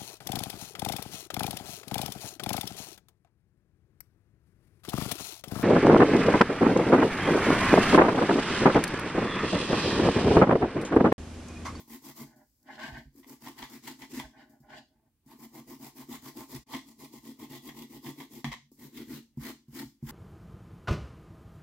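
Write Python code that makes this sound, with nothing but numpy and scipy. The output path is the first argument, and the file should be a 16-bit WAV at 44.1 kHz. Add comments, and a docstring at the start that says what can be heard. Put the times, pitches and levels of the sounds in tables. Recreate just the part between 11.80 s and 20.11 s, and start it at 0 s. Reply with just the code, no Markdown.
"""A small wire brush scrubs a rusty steel shaft held down on a wooden table, close to the microphone.
Each stroke hisses in the bristles, rasps in the shaft and makes the table thrum. Near 0.5 s and again
near 2.5 s the brush lifts and the tool is turned, scraping on the wood as rubber gloves rustle faintly.
Brushing resumes, and the steel rings more as the wires reach the bare shaft. At 6.6 s the tool knocks
once on the table, and the last slow strokes land with soft thuds."""
import sys
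import numpy as np
from scipy import signal
from scipy.fft import rfft, irfft, next_fast_len
from scipy.io import wavfile
from scipy.ndimage import uniform_filter1d, map_coordinates

SR = 44100
rng = np.random.default_rng(int(sys.argv[2]) if len(sys.argv) > 2 else 0)


def wrap_up_sound(samples):
    """Save the sound to the file named by the first command line argument, as 16-bit audio."""
    columns = np.atleast_2d(samples).T
    # keep every value between -1 and 1, then stretch to whole-number steps
    tamed = np.clip(columns, -1, 1)
    steps = np.round(tamed * 32767).astype(np.int16)
    wavfile.write(sys.argv[1], SR, steps)


N = 366471
TIME = np.arange(N) / SR

# brush strokes: (bite time [s], length [s], pressure as hiss level [dB], catch on the rust [dB])
STROKES = [(-0.059, 0.073, -54.5, -4.5), (0.094, 0.07, -53, -4.5), (0.238, 0.076, -54, -4),
           (0.378, 0.058, -51.5, -3.5), (1.366, 0.044, -62, -8.5), (1.479, 0.072, -57.0, -6.5),
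           (1.633, 0.078, -55.5, -1), (1.78, 0.075, -55.5, 5.5), (1.909, 0.069, -55.5, -2),
           (2.05, 0.074, -51, 0), (2.193, 0.06, -56, 0), (2.324, 0.086, -48.5, -2.5),
           (3.493, 0.059, -64.5, 1), (3.603, 0.058, -57.5, -3.5), (3.74, 0.068, -58, -2.5),
           (3.885, 0.066, -56.5, -3.5), (4.013, 0.075, -55, -3.0), (4.171, 0.058, -55, -2.5),
           (4.301, 0.063, -53.0, 0), (4.443, 0.06, -52.5, -1.5), (4.571, 0.06, -50.5, -2.5),
           (4.709, 0.059, -49, -3.5), (4.921, 0.057, -47, 2), (5.068, 0.061, -61, -7.5),
           (5.202, 0.059, -54, -5), (5.325, 0.066, -58.5, -5), (5.447, 0.069, -56.0, -4),
           (5.604, 0.052, -54.5, -0.5), (5.709, 0.067, -53, -0.5), (5.848, 0.054, -54.5, -3.5),
           (5.958, 0.087, -56, -1), (6.114, 0.063, -56.0, -2), (6.248, 0.063, -52, -2),
           (6.376, 0.073, -58.0, 0), (6.524, 0.08, -57, -4.5), (7.002, 0.081, -58, -2.5),
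           (7.145, 0.086, -56.5, 2.5), (7.29, 0.099, -54.0, 1.0), (7.619, 0.097, -52.0, 3),
           (7.947, 0.081, -51, 2), (8.277, 0.039, -49.5, 2.5)]
# spectrum of the wire bristles: (frequency [Hz], relative level [dB])
BRISTLES = [(1200, -27), (2500, -22), (3800, -11.5), (4900, 1.5), (6000, -1.5), (7200, 0.5), (8700, -3.5),
            (10200, -3), (12000, 1.5), (14400, 2.5), (16000, 1)]
# resonances of grit, handle and table: (frequency [Hz], bandwidth [Hz], relative level [dB])
GRIT_MODES = [(3000, 550, -1), (3370, 80, -1), (3760, 400, -6.5), (4190, 100, -0.5), (4560, 360, -22),
              (4680, 160, -4.5), (4970, 1300, -9), (6620, 440, -12), (7660, 1000, -16.5),
              (11900, 9200, -25.5)]
HANDLE_MODES = [(651, 48, -3), (752, 120, -10.5), (852, 87, -1), (923.4, 105, -1), (1051, 95, -0.5),
                (1148, 35, -5.5), (1184, 270, -14.5)]
TABLE_MODES = [(58, 28, -18.5), (139, 26.3, -5), (232.2, 17.6, 2), (268.5, 34.7, 1.5), (322, 84, -7),
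               (353.4, 31, -10), (421, 87, -17.5), (507, 74, -23)]


def amp(db):
    """Amplitude ratio: tenfold for every 20 dB."""
    return 10 ** (np.asarray(db) / 20)


def unit_rms(x):
    """Normalisation to unit mean power."""
    return x / np.sqrt(np.mean(x ** 2) + 1e-20)


def read(points, hz):
    """Interpolation on a logarithmic frequency axis."""
    f, value = np.transpose(points)
    return np.interp(np.log(hz + 1), np.log(f + 1), value)


def step(t, edge):
    """Smooth transition from 0 to 1 around t = 0."""
    return .5 + .5 * np.tanh(t / (2 * edge))


def add(mix, s, sound):
    """Superposition: a sound joins the mix at s seconds."""
    part = mix[round(s * SR):][:len(sound)]
    part += sound[:len(part)]


def colour(x, table, size=8192):
    """Minimum-phase filter of unit energy, from a spectrum (two columns) or resonances (three)."""
    hz = abs(np.fft.fftfreq(size, 1 / SR))
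    if len(table[0]) == 2:
        gain = amp(read(table, hz))
    else:
        gain = np.sqrt(sum((amp(db) / (1 + (2 * (hz - f) / width) ** 2)) ** 2 for f, width, db in table))
    log_gain = np.log(np.maximum(gain, 1e-5))
    response = np.fft.ifft(np.exp(np.conj(signal.hilbert(log_gain)))).real[:size // 2]
    return signal.oaconvolve(x, response[None] / np.linalg.norm(response), axes=1)[:, :x.shape[1]]


def noise():
    """Partial coherence: white noise at two microphones, alike in the bass, unrelated in the treble."""
    # likeness of left and right: (frequency [Hz], correlation [0-1])
    likeness = [(60, .88), (150, .98), (320, .985), (650, .8), (1100, .7), (2000, .42), (3200, .15),
                (6000, 0), (15000, 0)]
    size = next_fast_len(N)
    left, unrelated = rfft(rng.standard_normal((2, size)))
    same = read(likeness, np.fft.rfftfreq(size, 1 / SR))
    right = same * left + np.sqrt(1 - same ** 2) * unrelated
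    return irfft(np.array([left, right]), size)[:, :N]


def snags(per_s, spread_db, decay_s, smooth):
    """Shot noise: the force of many tiny random catches, over a share of smooth sliding."""
    sizes = amp(spread_db * np.minimum(rng.exponential(1, N), 4)) * (rng.random(N) < per_s / SR)
    power = signal.lfilter([1], [1, -np.exp(-1 / (decay_s * SR))], sizes ** 2)
    return np.sqrt(smooth + (1 - smooth) * power / power.mean())


def judder(per_s, depth_db):
    """Random modulation by an uneven grip: a factor that wanders at the given rate."""
    knots = np.arange(0, TIME[-1] + 1, 1 / per_s)
    return unit_rms(amp(depth_db * np.interp(TIME, knots, rng.standard_normal(len(knots)))))


def shimmer(x, patchy_db, bins, sheen_db=0., sheen_hz=10500):
    """Spectral modulation: shifting contacts vary the colour in patches; the finest tips set the sheen."""
    hz, t, spectrum = signal.stft(x, SR, nperseg=512)
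    patches = uniform_filter1d(rng.standard_normal(spectrum.shape[1:]), size=bins, axis=0)
    patches = unit_rms(uniform_filter1d(patches, size=12, axis=1))
    top_db = step(hz - sheen_hz, 1200)[:, None] * np.interp(t, TIME, sheen_db * np.ones(N))
    return signal.istft(spectrum * amp(patchy_db * patches + top_db), SR, nperseg=512)[1][:, :N]


def stroke_force(level_db, growth_db, bite_s, release_s, lead_s, turn_db, turn_s, snap_db, snap_s=.007):
    """Friction envelope: wires snap in, sweep and let go, dragging lightly while the hand turns round."""
    power = np.zeros(N)
    for (bite, length, *_), db in zip(STROKES, level_db):
        near = slice(*np.searchsorted(TIME, [bite - .2, bite + length + .3]))
        t = TIME[near] + lead_s - bite
        growth = amp(growth_db * np.clip(t / length - .5, -.5, .5))
        sweep = growth * step(t, bite_s) * step(length - t, release_s)
        turning = amp(turn_db) * step(t + turn_s, 0.016) * step(length + turn_s - t, 0.036)
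        snap = amp(snap_db) * step(t + bite_s, 0.00056) * np.exp(-np.maximum(t + bite_s, 0) / snap_s)
        power[near] += amp(db) ** 2 * ((sweep + turning) ** 2 + snap ** 2)
    return np.sqrt(power)


def brush(grit_slope=0.63):
    """Friction noise: pressure sets hiss and thrum; catching on rust adds rasp, grit and chatter."""
    # where the brush works, first by the handle, later on the bare shaft: (time [s], steel ring [dB],
    # share of open wire scratch [0-1], sheen [dB], coupling to handle [dB], coupling to table [dB])
    contact = [(0.2, -36, 0.27, 0.5, 0, 3.5), (1.5, -23, 0.7, -0.5, 0, 6), (2.3, -22, 0.26, -5, -7, 2.5),
               (3.6, -21.5, 0.5, 1, 3, 7.5), (4.6, -22, 0.5, 0, 1, 5), (4.95, -12, 0, -4.5, 0.5, 3),
               (5.801, -6.5, 0, 0, -0.5, 8.5), (6.499, -9, 0.06, 0, -2, 9.5),
               (7.05, -16, 0.25, 1, -10.5, 12), (8.2, -17, 1, -0.5, -5, 3)]
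    # resonances of the rubbed shaft: (frequency [Hz], bandwidth [Hz], relative level [dB])
    shaft_modes = [(1516, 160, -9), (1815, 120, -4), (1955, 100, 4.5), (2128, 140, 1), (2380, 300, -5.5),
                   (2700, 450, -8), (3310, 960, -6), (4080, 1500, -6)]
    # spectrum of the open wire scratch: (frequency [Hz], relative level [dB])
    scratch = [(500, -18), (950, -15), (1300, 1.5), (1700, 2.5), (2150, 5.5), (2700, -5), (3400, -7),
               (4200, -7.5), (6500, -14)]
    bite, length, hiss_db, rust_db = np.transpose(STROKES)
    s, *columns, handle_db, table_db = np.transpose(contact)
    ring_db, open_share, sheen_db = (np.interp(TIME, s, column) for column in columns)
    rasp_db = hiss_db + rust_db
    chatter_db = rasp_db + np.interp(bite, s, handle_db)
    thrum_db = hiss_db + np.interp(bite, s, table_db)
    grit_db = grit_slope * np.interp(TIME, bite + length / 2, rust_db)  # hard catches throw off grit

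    grip = judder(per_s=130, depth_db=2.35)
    wires = grip * snags(per_s=3500, spread_db=4.0, decay_s=0.00025, smooth=0.54)
    tufts = grip * snags(per_s=960, spread_db=-0.5, decay_s=0.00057, smooth=0.4)
    flicking = wires * stroke_force(hiss_db, growth_db=-3.5, bite_s=0.011, release_s=0.0073,
                                    lead_s=0., turn_db=-11.5, turn_s=0.016, snap_db=-15)
    rubbing = wires * stroke_force(rasp_db, growth_db=2, bite_s=0.0093, release_s=0.01,
                                   lead_s=.0005, turn_db=-29.5, turn_s=0.061, snap_db=-23)
    shaking = tufts * stroke_force(chatter_db, growth_db=1.5, bite_s=0.0085, release_s=0.0068,
                                   lead_s=0.0022, turn_db=-16, turn_s=0.03, snap_db=-9)
    pressing = stroke_force(thrum_db, growth_db=5.5, bite_s=0.0091, release_s=0.0089,
                            lead_s=0.0076, turn_db=-21.5, turn_s=0.045, snap_db=-1)

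    hiss = shimmer(colour(noise() * flicking, BRISTLES), patchy_db=1.03, bins=9, sheen_db=sheen_db)
    rasp = colour(noise() * rubbing * np.sqrt(1 - open_share), shaft_modes)
    rasp += colour(noise() * rubbing * np.sqrt(open_share), scratch)
    ring = steel(noise() * rubbing * amp(ring_db))
    grit = colour(noise() * rubbing * tufts * amp(grit_db), GRIT_MODES)
    chatter = colour(noise() * shaking, HANDLE_MODES)
    thrum = colour(noise() * pressing, TABLE_MODES)
    body = amp(-1.98) * rasp + ring + amp(-10) * grit + amp(-1.9) * chatter + amp(-0.57) * thrum
    return amp(0.62) * hiss + amp(-0.46) * shimmer(body, patchy_db=2.0, bins=4)


def steel(force):
    """Modal vibration: the shaft rings as a sum of decaying sinusoids, damped by the hand."""
    # modes of the steel: (frequency [Hz], relative level [dB], time to fall 60 dB [s])
    modes = [(1952, -2, .16), (2072, -7, .13), (2133, -5, .15), (2856, -12, .12), (3230, -7, .18),
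             (3316, -1, .23), (3385, -2, .22), (3490, -6, .18), (4000, -11, .18)]
    t = np.arange(SR // 2) / SR
    ring = sum(amp(db - 60 * t / t60) * np.sin(2 * np.pi * hz * t) for hz, db, t60 in modes)
    return signal.oaconvolve(force, ring[None] / np.linalg.norm(ring), axes=1)[:, :N]


def thuds(swish_s=0.046, tick_s=0.0062, settle_s=0.02124, settle_db=-14.5, settle_slower=2.8):
    """Impact: the longer the contact, the deeper the table thuds. Jolted wires swish, the handle ticks."""
    # soft thuds of the table under the brush, the hand and the dragged tool:
    # (time [s], peak level [dB], period of push and rebound [s])
    table_thuds = [(0.439, -45, 0.0049), (0.561, -59, 0.0033), (1.04, -42.5, 0.0052), (1.086, -42, 0.0067),
                   (1.123, -40, .014), (1.173, -43, 0.0064), (1.255, -48.5, .017), (2.373, -35.5, 0.003),
                   (2.439, -47.5, .017), (2.695, -55.5, 0.004), (2.802, -53, 0.0065), (3.254, -71, 0.011),
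                   (3.461, -51.5, 0.005), (4.293, -39.5, .003), (4.567, -37, 0.0033), (4.748, -37, 0.0066),
                   (5.338, -40, 0.00084), (6.643, -30, 0.0055), (6.663, -32, .007), (6.916, -50, 0.0015),
                   (7.317, -39.5, 0.0043), (7.572, -30.5, 0.0067), (7.882, -44.5, 0.007),
                   (8.029, -33, 0.0038), (8.226, -31, 0.0071)]
    t = np.arange(SR // 2) / SR
    wood, swish, tick = np.zeros((3, N))
    for s, db, contact in table_thuds:
        settling = (s + settle_s, db + settle_db, contact * settle_slower)  # the hand's weight follows
        for start, peak_db, period in (s, db, contact), settling:
            push = np.sin(2 * np.pi * np.minimum(t / period, 1))
            thud = colour(push[None], TABLE_MODES)[0]
            add(wood, start, amp(peak_db) * thud / abs(thud).max())
        jolt = 1 / (1 + (contact / 0.0054) ** 3)  # a slow push hardly shakes the wires
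        add(swish, s, jolt * amp(0.41 * db - 43) * np.exp(-t / swish_s))
        add(tick, s, jolt * amp(db - 21) * np.exp(-t / tick_s))
    return wood + colour(noise() * swish, BRISTLES) + colour(noise() * tick, HANDLE_MODES)


def drags(firm_db=-52, rise_s=0.019, fall_s=0.011, pitch_per_speed=.03, bright_hz=1240):
    """Stick-slip friction of the tool on wood grain: faster is brighter, grittier and slightly higher."""
    # short pushes that turn the tool: (start time [s], length [s], speed as scrape level [dB])
    pushes = [(0.464, 0.07, -65.5), (0.558, 0.08, -66), (0.884, 0.039, -55.5), (0.919, 0.035, -47),
              (1, 0.095, -45.5), (1.133, 0.0728, -47.5), (2.431, 0.033, -51.5), (2.569, 0.06, -51.5),
              (2.636, 0.14, -68), (2.847, 0.037, -69), (2.907, 0.087, -48.5), (3.085, 0.056, -83),
              (3.176, 0.018, -68.5), (3.243, .035, -72.5)]
    # drift of the scrape's pitch as the tool turns: (time [s], pitch [ratio])
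    drift = [(0.5, 1.005), (0.95, 0.98), (1.08, 1.01), (1.17, 1.02), (2.5, 1.03), (2.9, 0.97), (3.3, 1.05)]
    # resonances of the scrape: (frequency [Hz], bandwidth [Hz], relative level [dB])
    scrape_modes = [(638, 32, 1.5), (720, 61, -7.5), (843, 140, -1.5), (1070, 102, -8), (1538, 92, -2),
                    (1764, 220, -4.5), (1960, 150, -8.5), (2130, 95, -8), (2390, 140, -14)]
    speed = sum(amp(db - firm_db) * step(TIME - s, rise_s) * step(s + length - TIME, fall_s)
                for s, length, db in pushes)  # 1 is a firm push
    slips = judder(per_s=58, depth_db=3.6) * snags(per_s=900, spread_db=4.5, decay_s=0.00029, smooth=0.7)
    pitch = np.interp(TIME, *np.transpose(drift)) + pitch_per_speed * (speed - 1)
    travel = np.cumsum(pitch * judder(per_s=25, depth_db=0.1))  # pitch wanders as the contact shifts
    steady_rub = colour(noise() * slips, scrape_modes)
    rub = np.array([map_coordinates(side, [travel], order=3) for side in steady_rub])
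    # a slow push rings mainly the low, hollow modes
    hollow = signal.sosfiltfilt(signal.butter(3, bright_hz, fs=SR, output="sos"), rub)
    scrape = shimmer(hollow + (rub - hollow) * speed ** 0.46, patchy_db=1.5, bins=3) * speed
    grit = colour(noise() * slips * speed ** 1.84, GRIT_MODES)
    thrum = colour(noise() * speed ** 0.67, TABLE_MODES)
    return amp(firm_db) * (amp(0.9) * scrape + amp(-9.5) * grit + amp(-6.5) * thrum)


def gloves(edge_s=0.025):
    """Sliding friction: rubber rustles faintly while the grip is changed."""
    # rustles: (start time [s], length [s], level [dB])
    rustles = [(0.56, 0.55, -77), (2.55, 0.17, -82)]
    level = sum(amp(db) * step(TIME - s, edge_s) * step(s + length - TIME, edge_s)
                for s, length, db in rustles)
    force = noise() * level * snags(per_s=150, spread_db=11.5, decay_s=.001, smooth=0.8)
    return colour(force, BRISTLES)


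def knocks(rise_s=0.0065, decay_s=.013, click_s=0.00025, clatter_s=0.024, ring_db=-16):
    """Hard impacts excite a wide band: short rattles and one click with a clatter. The steel rings on."""
    # the tool, dragged or caught by the wires, bounces on the table: (time [s], level [dB])
    bounces = [(0.987, -48.5), (1.162, -65), (1.427, -57), (1.66, -44), (1.82, -42), (2.067, -45.5),
               (2.215, -42.5), (2.39, -38.5), (2.898, -57), (4.935, -38), (5.729, -51), (5.886, -43.5),
               (6.259, -43.5), (6.398, -42.5), (6.714, -37)]
    # the tool hits the table: (time [s], click level [dB], clatter level [dB])
    knock = (6.6444, -25.5, -35.5)
    # spectrum of the tool striking wood: (frequency [Hz], relative level [dB])
    clack = [(200, -11), (560, -13.5), (900, 0.5), (1100, -1.5), (1400, -20), (1980, 2), (2650, -14),
             (3300, -6.5), (3900, -15), (5000, -16), (7400, -20.5), (9000, -28.5), (16000, -29)]
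    hit, click_db, clatter_db = knock
    age = np.maximum(TIME - hit, 0)
    click = amp(click_db) * (age > 0) * np.exp(-age / click_s)
    rattle = amp(clatter_db) * (age > 0) * np.exp(-age / clatter_s)
    for s, db in bounces:
        age = np.maximum(TIME - s, 0)
        rattle += amp(db) * np.minimum(age / rise_s, 1) * np.exp(-np.maximum(age - rise_s, 0) / decay_s)
    force = noise() * (click + rattle * snags(per_s=1900, spread_db=10.0, decay_s=0.00051, smooth=0.51))
    return colour(force, clack) + amp(ring_db) * steel(force)


def room(x, delay_s=0.00632):
    """Reverberation of a small room: a diffuse tail, weak in the bass, each band at its own decay rate."""
    # reverberation times: (frequency [Hz], time to fall 60 dB [s])
    decay_times = [(100, 0.65), (500, 0.17), (2000, 0.23), (6000, 0.34), (15000, 0.12)]
    t = np.arange(SR // 2) / SR
    hz, age, spectrum = signal.stft(noise()[:, :len(t)] * (t > delay_s), SR, nperseg=256)
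    spectrum *= amp(-60 * age / read(decay_times, hz)[:, None]) * (hz / (hz + 300))[:, None]
    tail = signal.istft(spectrum, SR, nperseg=256)[1]
    return signal.fftconvolve(x, tail / np.linalg.norm(tail[0]), axes=1)[:, :N]


def scene():
    """Superposition of the direct sound, its reverberation and the room's faint background noise."""
    # spectrum of the quiet room: (frequency [Hz], relative level [dB])
    background = [(18, -37), (45, 8), (130, -5), (200, -5.5), (260, -3), (350, -16.5), (500, -20),
                  (1000, -26.5), (3000, -26.5), (6000, -28), (15000, -24.5)]
    direct = brush() + drags() + gloves() + thuds() + knocks()
    return direct + amp(-7.5) * room(direct) + amp(-77.5) * colour(noise(), background)


def record(dry, low_cut_hz=36, high_cut_hz=15900):
    """Frequency response: each microphone has its own colour and a limited band. The level dips once."""
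    # balance of the microphones: (frequency [Hz], left minus right [dB])
    balance = [(60, -3), (200, -0.2), (380, 3), (700, -4), (1300, 1), (4400, 1), (8100, -0.7), (15000, 4.5)]
    # brief dip in level: (time [s], gain [dB]); the end values hold before and after it
    dip = [(4.832, 2), (4.843, -18), (4.86, -23), (4.869, 1.5)]
    size = next_fast_len(N)
    lean_db = read(balance, np.fft.rfftfreq(size, 1 / SR)) / 2
    heard = irfft(rfft(dry, size) * amp([lean_db, -lean_db]), size)[:, :N]
    heard = signal.sosfilt(signal.butter(3, low_cut_hz, "high", fs=SR, output="sos"), heard)
    heard *= amp(np.interp(TIME, *np.transpose(dip)))
    low_pass = signal.firwin(511, high_cut_hz, window=("kaiser", 9), fs=SR)
    return signal.oaconvolve(heard, low_pass[None], "same")


dry = scene()
out = record(dry)
wrap_up_sound(out)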